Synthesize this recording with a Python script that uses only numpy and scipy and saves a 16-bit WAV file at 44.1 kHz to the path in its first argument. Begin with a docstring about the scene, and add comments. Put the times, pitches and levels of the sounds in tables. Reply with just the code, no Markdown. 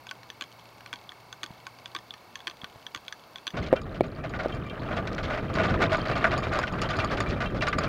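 """On a lawn at dusk, a golfer walks with a bag: club heads click at each step and as the bag swings,
crickets trill and a far machine hums. Then comes a cart ride over bumpy grass.
The frame rumbles, jolts shake panels and bags, a loose steel part clinks and the roof post knocks.
Blows are short fading tones with noisy edges; rumble, rattle and leaves are shaped noise."""
import sys
import numpy as np
from scipy import signal
from scipy.fft import rfft, irfft, next_fast_len
from scipy.io import wavfile
from scipy.ndimage import map_coordinates

SR = 44100
rng = np.random.default_rng(int(sys.argv[2]) if len(sys.argv) > 2 else 0)


def to_wav(s):
    """Save 16-bit WAV."""
    ch = np.atleast_2d(s).T  # columns
    pcm = np.round(np.clip(ch, -1, 1) * 32767)  # PCM
    wavfile.write(sys.argv[1], SR, pcm.astype(np.int16))


N = 347508
T = np.arange(N) / SR  # the time of every sample, in seconds

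RIDE_S = 3.536  # the walk gives way to the ride
TOP_HZ = 15800  # nothing above this is kept

# Below, "t60/s" is the time a tone takes to fall by 60 dB; levels are starting points for each blow.
# Lawn air, far traffic and leaves: f/Hz, relative level/dB
LAWN_SPECTRUM = [(15, -45), (25, -8), (114, 1.5), (427, -1), (720, 3), (988, 3.5), (1890, -9),
                 (2610, -11.5), (4490, -12), (7710, -23), (13200, -24.5), (16000, -24)]
# Hum of the far machine: t/s, level/dB
HUM_LEVELS = [(0, -60), (2, -59.5), (2.4, -72), (3.5, -68)]
# Soft low bumps: t/s, relative level/dB, f/Hz
THUD_EVENTS = [(1.506, -31, 177), (2.635, -26.5, 215), (2.759, -33, 133), (2.964, -34, 110)]

# Tone of a club head: f/Hz, relative level/dB, t60/s
HEAD_MODES = [(3350, 6, 0.0084)]
# Tones of the shafts in the bag: f/Hz, relative level/dB, t60/s
SHAFT_MODES = [(1113, 2, 0.055), (1595, 7, 0.031), (2130, -3, 0.0075), (2710, 12.5, 0.009),
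               (4520, 12, 0.0084), (6160, 5, 0.014)]
# Steps, when the bag lands on the hip: t/s, level/dB, second contact after/s, last bounce after/s,
# head ring of the second contact against the step/dB
STEP_EVENTS = [(0.41, -30.5, 0.012, 0.029, 3), (0.9291, -32, 0.0079, 0.029, 1),
               (1.4321, -29.5, 0.0071, .0298, 1.5), (1.9494, -30.5, 0.014, 0.038, 8),
               (2.471, -29.5, 0.0067, 0.027, 8), (2.9476, -32, 0.013, 0.027, 1),
               (3.4687, -30, 0.0085, 0.036, 11.5)]
# Single touches as the bag swings: t/s, head ring level/dB, shaft knock level/dB
TOUCH_EVENTS = [(0.0686, -41, -51.5), (0.0914, -29, -53), (0.1113, -31, -39.5), (0.232, -53, -55),
                (0.3015, -30, -46), (0.595, -44, -57.5), (0.807, -55, -54), (0.861, -38, -49.5),
                (1.092, -26, -54), (1.1196, -42, -54), (1.3273, -30, -46), (1.6676, -36.5, -45),
                (1.787, -55, -55), (1.858, -24.5, -47), (2.107, -25, -55), (2.1388, -38, -50),
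                (2.3558, -27, -44), (2.391, -40, -64), (2.404, -35, -57), (2.511, -35, -53),
                (2.6165, -29, -57), (2.6438, -32, -44.5), (2.866, -24, -47), (3.0816, -26.5, -49),
                (3.125, -27, -44.5), (3.3581, -26.5, -49.5), (3.3833, -33.5, -57)]
FIRST_DB, BOUNCE_DB = (6.5, -8), (-5, -22)  # (head ring, shaft knock) against the step
SECOND_SHAFT_DB = -13  # shaft knock of the second contact against the step
EDGE_DB = 6  # noisy edge against the shaft knock

# Strength of the ride: t/s, rumble level/dB, relative rattle level/dB
RIDE_LEVELS = [(3.54, -31.5, -40), (3.75, -33.5, -39), (3.9, -36, -43.5), (4.55, -36, -41), (5, -33, -36.5),
               (5.45, -30.5, -38.5), (5.65, -27.5, -30), (6.1, -30.5, -30.5), (6.8, -33, -34),
               (7.1, -29, -32.5), (7.5, -30.5, -37), (7.88, -28.5, -33.5)]
# Rumble of the frame: f/Hz, relative level/dB
RUMBLE_SPECTRUM = [(11, -56), (24, 2), (48, -2), (113, 0), (500, -12), (650, -16), (1100, -120)]
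# Rattle of panels and loose bits: f/Hz, relative level/dB
RATTLE_SPECTRUM = [(180, -19), (300, -1.5), (647, 3), (964, -5.5), (1190, 4.5), (4550, -23), (9000, -45),
                   (13000, -120)]
# Jolts: t/s, relative level/dB, hold/s, treble against the frame/dB
JOLT_EVENTS = [(3.568, -34, 0.012, -2.5), (3.628, -45, 0.011, 7), (3.66, -41.5, 0.017, 0),
               (3.757, -36.5, 0.0058, -4), (3.942, -43, 0.025, -2.5), (4.034, -36, 0.0062, -5),
               (4.237, -30.5, 0.0094, -16), (4.335, -34.5, 0.027, -10), (4.389, -30.5, 0.019, -13),
               (4.435, -36, 0.015, -7), (4.909, -31, 0.014, -28), (4.965, -25.5, 0.0099, -9.5),
               (5.07, -32.5, 0.0036, -2.5), (5.18, -32, 0.0087, -3), (5.231, -42, 0.024, 7.5),
               (5.3, -29.5, 0.045, -12), (5.373, -30.5, 0.012, -11), (5.551, -31, 0.014, -2.5),
               (5.585, -22.5, 0.021, -28), (5.632, -24.5, 0.026, -8.5), (5.693, -30, 0.0097, -4),
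               (5.733, -41, 0.0072, 2), (5.816, -21, 0.025, -8), (5.917, -24, 0.031, -9.5),
               (6.052, -26.5, 0.006, -14), (6.082, -34, 0.0042, 2), (6.153, -26.5, 0.013, -8),
               (6.24, -18.5, 0.011, -26), (6.308, -25, 0.03, -11), (6.428, -36.5, 0.024, -1.5),
               (6.519, -29, 0.049, -8), (6.594, -32, 0.0054, -21), (6.629, -29.5, 0.0082, -5.5),
               (6.669, -30, 0.011, -4), (6.819, -31, 0.0075, 2.5), (6.888, -29.5, 0.023, -1.5),
               (6.93, -24.5, 0.0046, -14), (6.986, -29, 0.018, -3.5), (7.109, -38, 0.022, 4.5),
               (7.169, -26, 0.0095, -6), (7.202, -24.5, 0.0059, -8), (7.292, -41.5, 0.018, 7),
               (7.403, -25.5, 0.02, -9.5), (7.561, -39.5, 0.017, 0), (7.619, -21.5, 0.0094, -7.5),
               (7.667, -24.5, 0.012, -6), (7.726, -24.5, 0.0088, -11.5), (7.782, -28.5, 0.0036, -8),
               (7.833, -40, 0.014, 7.5)]
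# Resonance of the floor panel: f/Hz, width/Hz, relative level/dB
PANEL_PEAKS = [(638, 60, 0)]
# Resonances of the frame: f/Hz, width/Hz, relative level/dB
FRAME_PEAKS = [(1190, 25, 5), (1463.5, 43.5, 7.5), (1990, 560, -5.5)]
# Resonances of the bags: f/Hz, width/Hz, relative level/dB
BAG_PEAKS = [(3200, 4100, -16), (5500, 6000, -21.5)]
# Dry snaps of club on club: t/s, relative level/dB
SNAP_EVENTS = [(4.4346, -39), (4.484, -42), (5.0744, -28.5), (5.1303, -34), (5.1482, -32), (5.553, -34),
               (5.923, -34), (6.63, -34)]
JOLT_RISE_S, JOLT_T60_S = 0.00094, 0.083
PANEL_DB, PANEL_FADES_DB_PER_S = 3.5, 3  # the panel against the frame; it answers less as the ride goes on

# Hits of the loose steel part: t/s, relative level/dB
CLINK_EVENTS = [(3.816, -50.5), (4.295, -50), (4.548, -50), (5.5392, -45), (5.8213, -40), (5.9306, -39.5),
                (5.969, -47), (6.1772, -48.5), (6.3782, -37.5), (6.536, -43.5), (6.5889, -39.5),
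                (6.724, -50.5), (6.817, -35.5), (6.907, -46), (6.967, -44), (7.0455, -41), (7.204, -35.5),
                (7.683, -38.5), (7.786, -37)]
# Tones of the steel part: f/Hz, relative level/dB, t60/s
STEEL_MODES = [(1190, 11, .1), (2414, 0, .06), (4580, -1, .07), (5005, -1, .06), (6778, -1, .04),
               (7490, -12, .035), (9255, -14, .04)]
# Taps on a club shaft: t/s, relative level/dB, favoured f/Hz
PING_EVENTS = [(3.763, -30, 2940), (4.522, -36, 2950), (4.697, -33.5, 3060), (6.129, -35, 2680),
               (6.999, -26, 2800), (7.458, -32.5, 3080), (7.608, -28, 2640)]
# Tones of one tapped shaft: f/Hz, relative level/dB, t60/s
ROD_MODES = [(2360, 4.5, 0.11), (2720, 2, 0.072), (3163, 1.5, 0.069), (3660, -3, 0.034)]
CHATTER_COUNT, CHATTER_DB = 18, -25  # extra steel hits; the weakest against the rattle level
TAP_COUNT, TAP_DB = 70, -6.5  # small shaft taps; the strongest against the rattle level
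FAVOUR_DB_PER_OCTAVE = 39  # where the shaft is tapped favours one tone over its neighbours

# Knocks on the roof post: t/s, relative level/dB, f/Hz, t60/s
KNOCK_EVENTS = [(3.728, -1, 515, 0.016), (3.7358, -7, 546, 0.026), (4.0084, -1.5, 542, 0.0098),
                (4.459, -12.5, 523, 0.013), (6.5909, -12, 900, 0.006)]
# One rub of a joint: t/s, length/s, f/Hz, fall/Hz, level/dB
SQUEAK_EVENT = (3.624, .009, 2250, 300, -36)


def amp(db):
    """Turn dB into a gain."""
    return 10 ** (np.asarray(db) / 20)


def unit(x):
    """Scale to an average strength (rms) of 1."""
    return x / np.sqrt(np.mean(x ** 2) + 1e-20)


def curves(rows):
    """Draw straight lines between table rows: one curve for each column after the time."""
    s, *columns = np.transpose(rows)
    return [np.interp(T, s, column) for column in columns]


def wobble(rate):
    """A smooth random curve with rate knots a second."""
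    knots = rng.standard_normal(int(N * rate / SR) + 4)
    return map_coordinates(knots, [T * rate])


def noise():
    """White noise: all pitches equally strong."""
    return rng.standard_normal(N)


def filtered(x, response):
    """Change the strength and phase of each pitch by a response of frequency."""
    m = next_fast_len(N + SR // 8, True)
    spectrum = rfft(x, m) * response(np.fft.rfftfreq(m, 1 / SR))
    return irfft(spectrum, m)[..., :N]


def coloured(points, x):
    """Shape x by (Hz, dB) points on a log pitch scale, rms 1."""
    f, db = np.transpose(points)

    def response(hz):
        return amp(np.interp(np.log(hz + 1), np.log(f + 1), db))

    return unit(filtered(x, response))


def resonant(peaks, x, order=1):
    """Pass x through resonances, order times; each pass would bring white noise to rms 1."""
    def response(f):
        total = 0
        for k, (centre, width, db) in enumerate(peaks):
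            peak = 1j * f * width / (centre * centre - f * f + 1j * f * width)
            total = total + (-1) ** k * amp(db) * peak  # alternate signs
        return total

    gain = np.sqrt(np.mean(np.abs(response(np.linspace(0, SR / 2, 4096))) ** 2))
    return filtered(x, lambda f: (response(f) / gain) ** order)


def add(track, s, sound):
    """Mix a sound into a track at time s."""
    part = track[round(s * SR):][:len(sound)]
    part += sound[:len(part)]


def ring(modes, scatter_db, detune, attack):
    """One blow: fading tones of slightly random strength and pitch; a soft contact starts slowly."""
    t = T[:SR // 12]
    tones = 0
    for hz, db, t60 in modes:
        fade = amp(db + rng.normal(0, scatter_db) - 60 * t / t60)
        pitch = hz * (1 + rng.normal(0, detune))
        tones = tones + fade * np.sin(2 * np.pi * pitch * t)
    return (1 - np.exp(-t / attack)) * tones


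def puff(t60):
    """The noisy edge of a blow: noise that fades by 60 dB in t60 seconds."""
    return rng.standard_normal(SR // 12) * amp(-60 * T[:SR // 12] / t60)


def grit(spiky_db):
    """Noise of tiny contacts of uneven size, rms 1."""
    return unit(noise() * amp(spiky_db * wobble(900)))


def bumps(rate, fade_s):
    """Strength of random small shocks: each starts at once and fades, over a steady floor, rms 1."""
    shocks = (rng.random(N) < rate / SR) * rng.lognormal(0, .3, N)
    fading = signal.lfilter([1], [1, -np.exp(-1 / (fade_s * SR))], shocks)
    return unit(fading + 0.4)


def clacks(count, hz, width_hz):
    """About count dry ticks a second, each a puff of noise in one broad resonance, rms 1."""
    hits = (rng.random(N) < count / SR) * amp(rng.uniform(-12, 0, N))
    fading = signal.lfilter([1], [1, -np.exp(-1 / (.0012 * SR))], hits)
    return unit(resonant([(hz, width_hz, 0)], fading * noise(), order=2))


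def clatter(level, count, hz, spread, cycles):
    """About count small rings a second of the ride, up to spread octaves from hz, following level."""
    ride = N / SR - RIDE_S
    u, v, w = rng.random((int(count * ride), 3)).T
    at = ((RIDE_S + u * ride) * SR).astype(int)
    t = T[:SR // 60]
    pitches = hz * 2 ** (spread * (2 * v - 1))
    phase = pitches[:, None] * t  # counted in cycles
    strength = (level[at] * amp(-18 * w))[:, None]
    envelope = amp(-60 * phase / cycles) * (1 - np.exp(-phase))
    rings = strength * envelope * np.sin(2 * np.pi * phase)
    places = at[:, None] + np.arange(len(t))
    return np.bincount(places.ravel(), rings.ravel(), N + SR)[:N]


def trill(hz, fall_hz, rate, first_s, jitter):
    """A cricket: rate pulses a second, each sliding down in pitch."""
    turn = (rate * (T - first_s) + jitter * wobble(6.5) + .5) % 1 - .5  # place within the pulse
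    pulses = np.exp(-(turn / .3) ** 4) * amp(wobble(rate))
    return pulses * np.sin(2 * np.pi * np.cumsum(hz - fall_hz * turn) / SR)


def lawn():
    """Far traffic and leaves as noise, a wavering hum, crickets and a faint fast treble pulse."""
    air = amp(-53) * coloured(LAWN_SPECTRUM, noise())
    hum_level = amp(curves(HUM_LEVELS)[0] + 0.83 * wobble(10.4))
    hum = hum_level * np.sin(2 * np.pi * np.cumsum(118 + 2.0 * wobble(3.73)) / SR)
    # the first cricket grows 1 dB weaker each second
    first_cricket = amp(-57.5 - T + wobble(3)) * trill(2210, 350, 37.44, .006, .015)
    second_cricket = amp(-63.5) * trill(2660, 250, 38.6, .01, .1)
    chorus_spectrum = [(3500, -45), (4250, 5), (4700, 6), (5600, -35.0)]
    far_chorus = amp(-68.5) * coloured(chorus_spectrum, noise())
    beat = np.cos(np.pi * 29.97 * (T - .0068)) ** 12  # 29.97 pulses a second
    pulse = amp(-76) * beat * resonant([(13300, 1500, 0)], noise(), order=2)
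    return air + hum + first_cricket + second_cricket + far_chorus + pulse


def thuds():
    """Each soft bump is a low tone that dies within a few cycles, with a brief tone above it."""
    out = np.zeros(N)
    for s, db, hz in THUD_EVENTS:
        modes = [(hz, -3, 4 / hz), (hz * 5, 4, .004)]
        add(out, s, amp(db) * ring(modes, 1.6, .01, 0.0003))
    return out


def squeak():
    """A joint rubs once: a brief tone whose pitch sags, with two overtones."""
    s, length, hz, fall_hz, db = SQUEAK_EVENT
    u = np.clip((T - s) / length, 0, 1)
    phase = 2 * np.pi * np.cumsum(hz - fall_hz * u) / SR
    tones = sum(amp(-9 * k) * np.sin((k + 1) * phase) for k in range(3))
    return amp(db) * np.sin(np.pi * u) * tones


def cart():
    """The frame rumbles as low noise; small shocks keep panels and loose bits rattling and clacking."""
    rumble_db, rattle_db = curves(RIDE_LEVELS)
    uneven = coloured(RUMBLE_SPECTRUM, noise()) * amp(1.75 * wobble(18))
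    rumble = amp(rumble_db) * unit(uneven)
    shake = grit(0.64) * bumps(60, 0.015)
    rattle = coloured(RATTLE_SPECTRUM, shake)
    rattle += amp(-20.0) * unit(resonant(FRAME_PEAKS[:2], shake))
    rattle += amp(-13.0) * unit(resonant(PANEL_PEAKS, shake))
    loose_bits = clatter(amp(rattle_db + 4.5), count=260, hz=1714, spread=1.42, cycles=32)
    return rumble + amp(rattle_db - 1) * unit(rattle) + loose_bits


def knocks():
    """Hollow plastic blows on the post: a few low cycles, a dull noisy edge and a thin crack."""
    out, edge = np.zeros(N), np.zeros(N)
    for s, db, hz, t60 in KNOCK_EVENTS:
        modes = [(hz, 4, t60), (hz * 0.715, -3, .02), (hz * 1.145, -4, .012)]
        crack = amp(db - 54) * puff(0.0032)
        add(out, s, crack - amp(db) * ring(modes, 1.0, 0.0059, 0.0011))
        add(edge, s, amp(db - 21.5) * puff(0.0084))
    return out + resonant([(2250, 140, 0)], edge)


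def clinks():
    """Steel rings at nearly the same pitches on each hit; tapped shafts give short rough notes."""
    steel, edge, notes = np.zeros(N), np.zeros(N), np.zeros(N)
    ride = N / SR - RIDE_S
    rattle_db = curves(RIDE_LEVELS)[1]
    chatter, taps = [], []  # extra hits and taps at random times
    for u, v in rng.random((CHATTER_COUNT, 2)):
        s = RIDE_S + u * ride
        chatter.append((s, rattle_db[int(s * SR)] + CHATTER_DB + 8 * v))
    for s, db in CLINK_EVENTS + chatter:
        add(steel, s, amp(db) * ring(STEEL_MODES, 1.84, 0.0011, 0.000072))
        add(edge, s, amp(db + 1.5) * puff(0.0085))
    for u, v, w in rng.random((TAP_COUNT, 3)):
        s = RIDE_S + u * ride
        favoured_hz = ROD_MODES[int(w * len(ROD_MODES))][0]
        taps.append((s, rattle_db[int(s * SR)] + TAP_DB - 9 * v, favoured_hz))
    for s, db, hz in PING_EVENTS + taps:
        modes = [(f, d - FAVOUR_DB_PER_OCTAVE * abs(np.log2(f / hz)), t60) for f, d, t60 in ROD_MODES]
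        add(notes, s, amp(db) * ring(modes, 2.6, 0.0053, 0.0022))
        add(edge, s, amp(db - 20.5) * puff(0.047))
    rough = amp(2.5 * wobble(300))
    return resonant([(3500, 2000, 0)], edge, order=2) + (steel + notes) * rough


def jolts():
    """Each jolt is a burst of tiny contacts: sudden start, hold, quick fade; clubs also snap together."""
    frame, panel, bags, snaps = np.zeros(N), np.zeros(N), np.zeros(N), np.zeros(N)
    t = T[:SR // 8]
    for s, db, hold, treble_db in JOLT_EVENTS:
        fade = amp(db - 60 * np.maximum(t - hold, 0) / JOLT_T60_S)
        burst = (1 - np.exp(-t / JOLT_RISE_S)) * fade
        add(frame, s, burst)
        add(panel, s, burst * amp(PANEL_DB - PANEL_FADES_DB_PER_S * (s - RIDE_S)))
        add(bags, s, burst * amp(treble_db))
    for s, db in SNAP_EVENTS:
        add(snaps, s, amp(db) * puff(0.012))
    shaken = resonant(FRAME_PEAKS, frame * grit(5.2))
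    shaken += resonant(PANEL_PEAKS, panel * grit(0.71))
    shaken += resonant(BAG_PEAKS, bags * grit(4))
    mix = amp(-2.5) * shaken + resonant([(4900, 4200, 0)], snaps, order=2)
    mix += amp(5) * clatter(frame, count=360, hz=1304, spread=1.23, cycles=25.4)
    mix += amp(7.5) * clatter(bags, count=320, hz=3460, spread=0.7, cycles=53)

    def padding(hz):  # padded contacts carry little treble
        return 1 / (1 + 1j * hz / 6000) ** 3 / (1 + 1j * hz / 5000 - (hz / 7000) ** 2)

    return filtered(mix, padding)


def clubs():
    """Each contact rings a head, the shafts and a broad noisy edge; faint ticks fill the gaps."""
    out, edge = np.zeros(N), np.zeros(N)
    contacts = []
    for s, db, gap, bounce, second_db in STEP_EVENTS:
        second = (second_db, SECOND_SHAFT_DB)
        for late, (head, shaft) in [(0, FIRST_DB), (gap, second), (bounce, BOUNCE_DB)]:
            contacts.append((s + late, db + head, db + shaft))
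    for s, head_db, shaft_db in contacts + TOUCH_EVENTS:
        add(out, s, amp(head_db) * ring(HEAD_MODES, 1.0, 0.02, 0.0007))
        add(out, s, amp(shaft_db) * ring(SHAFT_MODES, 3, 0.07, 0.0002))
        add(edge, s, amp(shaft_db + EDGE_DB) * puff(0.013))
    for s, db, *_ in STEP_EVENTS:  # the padded bag thumps the hip just after
        add(out, s + 0.00674, amp(db) * ring([(324, -4.0, 0.036)], 1.8, 0.12, 0.0032))
    out += resonant([(2170, 2120, 0)], edge, order=2)
    out += amp(-67.0) * clacks(count=30, hz=3280, width_hz=2400)
    tail = puff(0.068)  # the bag and the ground scatter the click
    scattered = signal.fftconvolve(out, tail / np.linalg.norm(tail))[:N]
    return out + amp(-10) * scattered


def scene():
    """The walk, then the ride with a steady preamplifier hiss."""
    riding = np.clip((T - RIDE_S) / .001, 0, 1)
    walk = lawn() + thuds() + clubs()
    hiss = amp(-71.5) * noise()
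    ride = hiss + squeak() + cart() + knocks() + clinks() + jolts()
    return (walk * (1 - riding) + riding * ride)[None]


def record(dry):
    """The housing weakens a narrow band; the input cuts deep bass, saturates and is band-limited."""
    def colour(hz):
        notch = 1 - .75 * np.exp(-((hz - 7700) / 140) ** 2)
        bass_cut = (1j * hz / (25 + 1j * hz)) ** 2
        return notch * bass_cut

    heard = filtered(dry, colour)
    saturated = heard / (1 + np.abs(heard / .52) ** 8) ** (1 / 8)  # peaks stay below 0.52
    return filtered(saturated, lambda hz: hz < TOP_HZ)


dry = scene()
out = record(dry)
to_wav(out)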